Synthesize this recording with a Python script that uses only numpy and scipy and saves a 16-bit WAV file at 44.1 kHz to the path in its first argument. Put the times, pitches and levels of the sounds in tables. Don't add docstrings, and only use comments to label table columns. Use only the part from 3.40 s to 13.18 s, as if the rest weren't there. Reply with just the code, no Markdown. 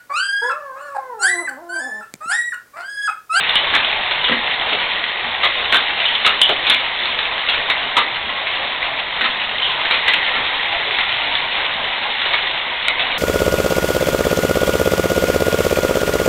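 import sys
import numpy as np
from scipy import signal
from scipy.fft import rfft, irfft, next_fast_len
from scipy.io import wavfile
from scipy.ndimage import uniform_filter1d, map_coordinates

SR = 44100
rng = np.random.default_rng(int(sys.argv[2]) if len(sys.argv) > 2 else 0)


def put_to_file(sound):
    columns = np.atleast_2d(sound).T
    safe = np.clip(columns, -1, 1)
    whole_steps = np.round(safe * 32767)
    wavfile.write(sys.argv[1], SR, whole_steps.astype(np.int16))


N = 431298
SCENE_S = np.arange(N) / SR
BLOW_N = SR // 2
BLOW_S = np.arange(BLOW_N) / SR

# time in seconds, relative level in dB.
DOWNPOUR = [(0.0, -21), (0.38, -20), (0.68, -23.5), (1.52, -22), (1.71, -26), (2.5, -22), (4.6, -24.5),
            (4.76, -26), (5.2, -24), (5.64, -26.5), (6.62, -22.5), (7.57, -22), (8.01, -22.5), (8.2, -23),
            (8.66, -25), (8.96, -22), (9.31, -26.5), (9.78, -22)]
# frequency in Hz, relative gain in dB.
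SPLASH_SPECTRUM = [(300, -42), (1000, -16), (1400, -7), (1720, -4), (1960, -1.5), (2200, 0), (2500, -1),
                   (3100, 0), (3600, 1.5), (4500, 1), (6000, -57)]
ROOF_SPECTRUM = [(25, -11), (60, -10), (95, -13), (190, -14), (250, -11.5), (330, -11.5), (480, -7.5),
                 (760, -1), (1020, 0), (1350, -5.5), (1900, -8.5), (3500, -21.5)]
# start in seconds, relative level in dB, ring in Hz,
# hollow body in dB relative to the crack.
BOARD_HITS = [(0.089, -3.5, 3550, -27), (0.337, -1, 1723, -15.5), (0.349, 1.5, 1786, -10),
              (0.711, -6, 3510, -15.5), (0.882, -3.5, 1744, -9.5), (0.918, -3, 1647, -10),
              (1.321, -3.5, 586, -15), (2.033, 1.5, 2028, -17), (2.048, -2, 3380, -9.5),
              (2.323, 3, 1562, -11.5), (2.344, 3.5, 3147, -6.5), (2.6, -3.5, 2754, -26),
              (2.847, 3.5, 2845, -19), (2.863, 2.5, 1304, -11), (3.092, -0.5, 828, -18),
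              (3.268, -1.5, 3390, -29), (3.298, 4.5, 3540, -22), (4.086, 0, 2810, -19),
              (4.134, -4.5, 2210, -25), (4.299, -2.5, 2275, -27.5), (4.567, 4.5, 1199, -8.5),
              (5.809, -2, 1863, -18.5), (5.842, -0.5, 1770, -25), (6.449, -5.5, 1750, -11.5),
              (6.512, -2, 2320, -14), (6.54, -4.5, 2470, -12), (6.678, 2.5, 1986, -28.5),
              (6.735, -3.5, 2533, -14), (6.951, -3.5, 1720, -10), (7.586, -5, 2030, -26),
              (8.854, -3.5, 2887, -24.5), (8.934, -1, 2230, -30), (9.594, -3, 3384, -36.5)]
# start in seconds, relative level in dB, ring in Hz.
RAIL_HITS = [(0.156, 5, 2905), (0.447, 1, 3043), (0.528, -3.5, 2470), (0.711, -4, 3480), (1.64, -4.5, 3225),
             (1.847, -4.5, 2074), (3.268, -2, 3454), (3.298, 0.5, 3440), (3.345, 0, 2330),
             (3.656, -1.5, 3740), (3.789, -1, 3860), (4.299, -1, 2105), (5.07, -2.5, 2070),
             (5.428, -5, 2423), (6.016, -6.5, 2710), (6.51, 3.5, 2213), (6.736, -1.5, 2550),
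             (7.586, 0, 1980), (7.953, -2, 3430), (9.483, 2.5, 2185)]
# start in seconds, relative level in dB, T60 in seconds.
METAL_HITS = [(0.1573, -5, 0.24), (0.8031, -14, 0.22), (0.843, -4.5, 0.24), (2.6524, -5, 0.16),
              (2.6814, -9, 0.31), (2.7514, -7.5, 0.1), (3.015, 2, 0.3), (6.2202, -8, 0.48)]
# start in seconds, level in dB.
PANEL_HITS = [(0.890, -17.5), (1.322, -33), (2.323, -31), (4.570, -31), (5.813, -30.5), (6.95, -29.5)]
# frequency in Hz, relative gain in dB.
CRACK_SPECTRUM = [(100, -31), (800, -10), (1700, -5), (2600, -3.5), (3600, -1), (4500, 2.5), (6000, -64.5)]
BODY_SPECTRUM = [(40, -22.5), (150, -16), (300, -4.5), (700, 0), (1200, 5), (1800, -1.5), (3000, -19.5)]
# frequency in Hz, width in Hz, relative gain in dB.
METAL_MODES = [(2910, 72, -6.5), (3060, 67, -2), (3370, 230, -7.5), (3710, 60, -9.5)]
PANEL_MODES = [(243, 29, -2.5), (520, 41, -7)]
GUTTER_MODES = [(1920, 110, -1), (2080, 68, 1), (2180, 160, -5)]
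# frequency in Hz, gain in dB.
CAMERA_BAND = [(3650, 0), (3880, -4), (4100, -10.5), (4300, -18.5), (4480, -32.5), (4700, -55.5),
               (5100, -82)]


def splashing_rain():
    drops = impacts(count=7000, pitch_hz=2850, log_spread=0.35, decay_cycles=1.8, scatter=1.5)
    pellets = impacts(count=800, pitch_hz=2970, log_spread=0.27, decay_cycles=2.3, scatter=1.45)
    near = amp(-3.5) * drops + amp(-4.5) * unit(balcony_reverb(pellets, t60_s=0.09, wet_db=-7.5))
    hiss = band_ripple(noise(colour(SPLASH_SPECTRUM), N), depth_db=2)
    patter = amp(-3) * unit(filtered(near, colour(SPLASH_SPECTRUM)))
    level_db = -21 + 0.98 * surge_db() + 0.7 * wobble(knots_per_s=22)
    return amp(level_db) * unit(hiss + patter)


def board_knocks():
    out = np.zeros(N)
    strays = stray_stones(per_s=1.9, level_db=-10.5, scatter_db=1.5, pitch_hz=2598.5, log_spread=0.15)
    stray_body_db = -19.5
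    hits = list(BOARD_HITS) + [(*stone, stray_body_db) for stone in strays]
    for start_s, level_db, ring_hz, body_db in hits:
        crack = noise(colour(CRACK_SPECTRUM))
        body = amp(body_db) * noise(colour(BODY_SPECTRUM))
        ring = amp(-2.5) * noise(board_modes(ring_hz))
        tail_t60_s = 0.23 * np.exp(0.0438 * level_db)
        direct = amp(-0.5) * fade(t60_s=0.039, attack_s=0.00031)
        walls = amp(0.5) * fade(tail_t60_s, attack_s=0.0064)
        add(out, start_s, amp(level_db - 10) * unit(crack + body + ring) * (direct + walls))
    return out


def board_modes(main_hz, log_spread=0.27, width_hz=50):
    others_hz = np.clip(main_hz * np.exp(log_spread * rng.standard_normal(4)), 420, 4000)
    return resonances([(main_hz, width_hz, 0)] + [(hz, width_hz, -4) for hz in others_hz])


def rail_ticks():
    out = np.zeros(N)
    strays = stray_stones(per_s=3.5, level_db=-10, scatter_db=0.87, pitch_hz=2901.5, log_spread=0.02)
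    for start_s, level_db, ring_hz in [*RAIL_HITS, *strays]:
        ring = np.sin(2 * np.pi * ring_hz * BLOW_S) * fade(t60_s=0.011, attack_s=0.00062)
        snap = amp(-4) * noise(colour(CRACK_SPECTRUM)) * fade(t60_s=0.02, attack_s=0.00029)
        add(out, start_s, amp(level_db - 1.63) * (ring + snap))
    return balcony_reverb(out, t60_s=0.18, wet_db=-1)


def metal_pings():
    out = np.zeros(N)
    for start_s, level_db, t60_s in METAL_HITS:
        tones = sum(amp(mode_db + rng.normal(0, 1.7)) * np.sin(2 * np.pi * hz * BLOW_S)
                    for hz, _, mode_db in METAL_MODES)
        reflections = amp(-2) * noise(resonances(METAL_MODES))
        ring = (amp(-8) * unit(tones) + reflections) * fade(t60_s, attack_s=0.0006)
        crack = amp(1) * noise(colour(CRACK_SPECTRUM)) * fade(t60_s=0.026, attack_s=0.00027)
        add(out, start_s, amp(level_db - 5.5) * (ring + crack))
    return out


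def panel_thuds():
    out = np.zeros(N)
    for start_s, level_db in PANEL_HITS:
        boom = noise(resonances(PANEL_MODES)) * fade(t60_s=0.33, attack_s=0.0082)
        add(out, start_s, amp(level_db) * boom)
    return out


def roof_rain():
    drops = impacts(count=5000, pitch_hz=884, log_spread=0.41, decay_cycles=1.7, scatter=2)
    taps = amp(-8) * unit(filtered(drops, colour(ROOF_SPECTRUM)))
    wash = band_ripple(noise(colour(ROOF_SPECTRUM), N), depth_db=2.5)
    level_db = -26.5 + 0.5 * surge_db() + 0.9 * wobble(knots_per_s=20)
    return amp(level_db) * unit(wash + taps)


def gutter_rain():
    gush_start_s, rise_s, drain_s = 6.56, 0.16, 0.56
    gush_db = np.interp(SCENE_S - gush_start_s, [0, rise_s, rise_s + drain_s], [0, 7, 0])
    drops = impacts(count=2500, pitch_hz=2030, log_spread=0.14, decay_cycles=0.86, scatter=0.5)
    level_db = -30.5 + 0.27 * surge_db() + gush_db + 1.2 * wobble(knots_per_s=5.3)
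    return amp(level_db) * unit(filtered(drops, resonances(GUTTER_MODES)))


def balcony_reverb(x, t60_s, wet_db):
    tail = rng.standard_normal(BLOW_N) * fade(t60_s, attack_s=0.0091)
    return x + amp(wet_db) * signal.fftconvolve(x, tail / np.linalg.norm(tail))[:N]


def impacts(count, pitch_hz, log_spread, decay_cycles, scatter):
    when, size, life = rng.random((3, count, 1))
    ring_hz = np.clip(pitch_hz * np.exp(log_spread * rng.standard_normal((count, 1))), 200, 6000)
    offsets = np.arange(256)
    cycles = ring_hz * offsets / SR
    gain = amp(-scatter * np.log(np.maximum(size, 0.01)))
    rings = gain * np.sin(2 * np.pi * cycles) * np.exp(-cycles / (decay_cycles * (0.5 + life)))
    positions = (when * N).astype(int) + offsets
    return unit(np.bincount(positions.ravel(), rings.ravel(), N)[:N])


def stray_stones(per_s, level_db, scatter_db, pitch_hz, log_spread):
    gaps = 0.3 + 1.4 * rng.random((200, 2))[:, 0]
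    size, pitch = rng.standard_normal((2, len(gaps)))
    start_s = np.cumsum(gaps) / per_s
    ring_hz = np.minimum(pitch_hz * np.exp(log_spread * pitch), 4000)
    return np.column_stack([start_s, level_db + scatter_db * size, ring_hz])[start_s < N / SR]


def surge_db():
    level_db = np.interp(SCENE_S, *np.transpose(DOWNPOUR))
    return level_db - level_db.mean()


def band_ripple(x, depth_db):
    bands = signal.stft(x, nperseg=2048)[2]
    swell = uniform_filter1d(rng.standard_normal(bands.shape), size=3, axis=0)
    swell = uniform_filter1d(swell, size=4, axis=1)
    return unit(signal.istft(bands * amp(depth_db * unit(swell)))[1][:N])


def wobble(knots_per_s):
    knots = rng.standard_normal(int(N * knots_per_s / SR) + 4)
    return map_coordinates(knots, [SCENE_S * knots_per_s])


def fade(t60_s, attack_s):
    return (1 - np.exp(-BLOW_S / attack_s)) * 1000 ** (-BLOW_S / t60_s)


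def resonances(modes):
    return lambda hz: sum(
        (-1) ** k * amp(db) * 1j * hz * width_hz / (mode_hz ** 2 - hz ** 2 + 1j * hz * width_hz)
        for k, (mode_hz, width_hz, db) in enumerate(modes))


def colour(points):
    points_hz, points_db = np.transpose(points)
    return lambda hz: amp(np.interp(np.log(hz + 1), np.log(points_hz), points_db))


def noise(response, samples=BLOW_N):
    return unit(filtered(rng.standard_normal(samples), response))


def filtered(x, response):
    fft_n = next_fast_len(len(x) + 8192)
    return irfft(rfft(x, fft_n) * response(np.fft.rfftfreq(fft_n, 1 / SR)), fft_n)[:len(x)]


def add(track, start_s, sound):
    part = track[round(start_s * SR):][:len(sound)]
    part += sound[:len(part)]


def amp(db):
    return 10 ** (np.asarray(db) / 20)


def unit(x):
    return x / np.sqrt(np.mean(x ** 2) + 1e-20)


def gain_control(x, threshold_db, slope, recovery_s):
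    power = np.abs(signal.lfilter([1 / 400], [1, 1 / 400 - 1], x ** 2))
    over_db = np.maximum(10 * np.log10(power + 1e-9) - threshold_db, 0)
    decay = SCENE_S / recovery_s
    held_db = np.exp(np.maximum.accumulate(np.log(over_db + 1e-9) + decay) - decay)
    return x * amp(-slope * held_db)


def scene():
    rain = roof_rain() + splashing_rain() + gutter_rain()
    hail = board_knocks() + metal_pings() + rail_ticks() + panel_thuds()
    return (rain + hail)[None]


def record(dry):
    ceiling, hardness, top_hz = 0.72, 14, 15900
    band = filtered(dry[0], colour(CAMERA_BAND))
    ducked = gain_control(band, threshold_db=-12.5, slope=0.2, recovery_s=0.23)
    saturated = ducked / (1 + np.abs(ducked / ceiling) ** hardness) ** (1 / hardness)
    return filtered(saturated, lambda hz: hz < top_hz)[None]


dry = scene()
out = record(dry)
put_to_file(out)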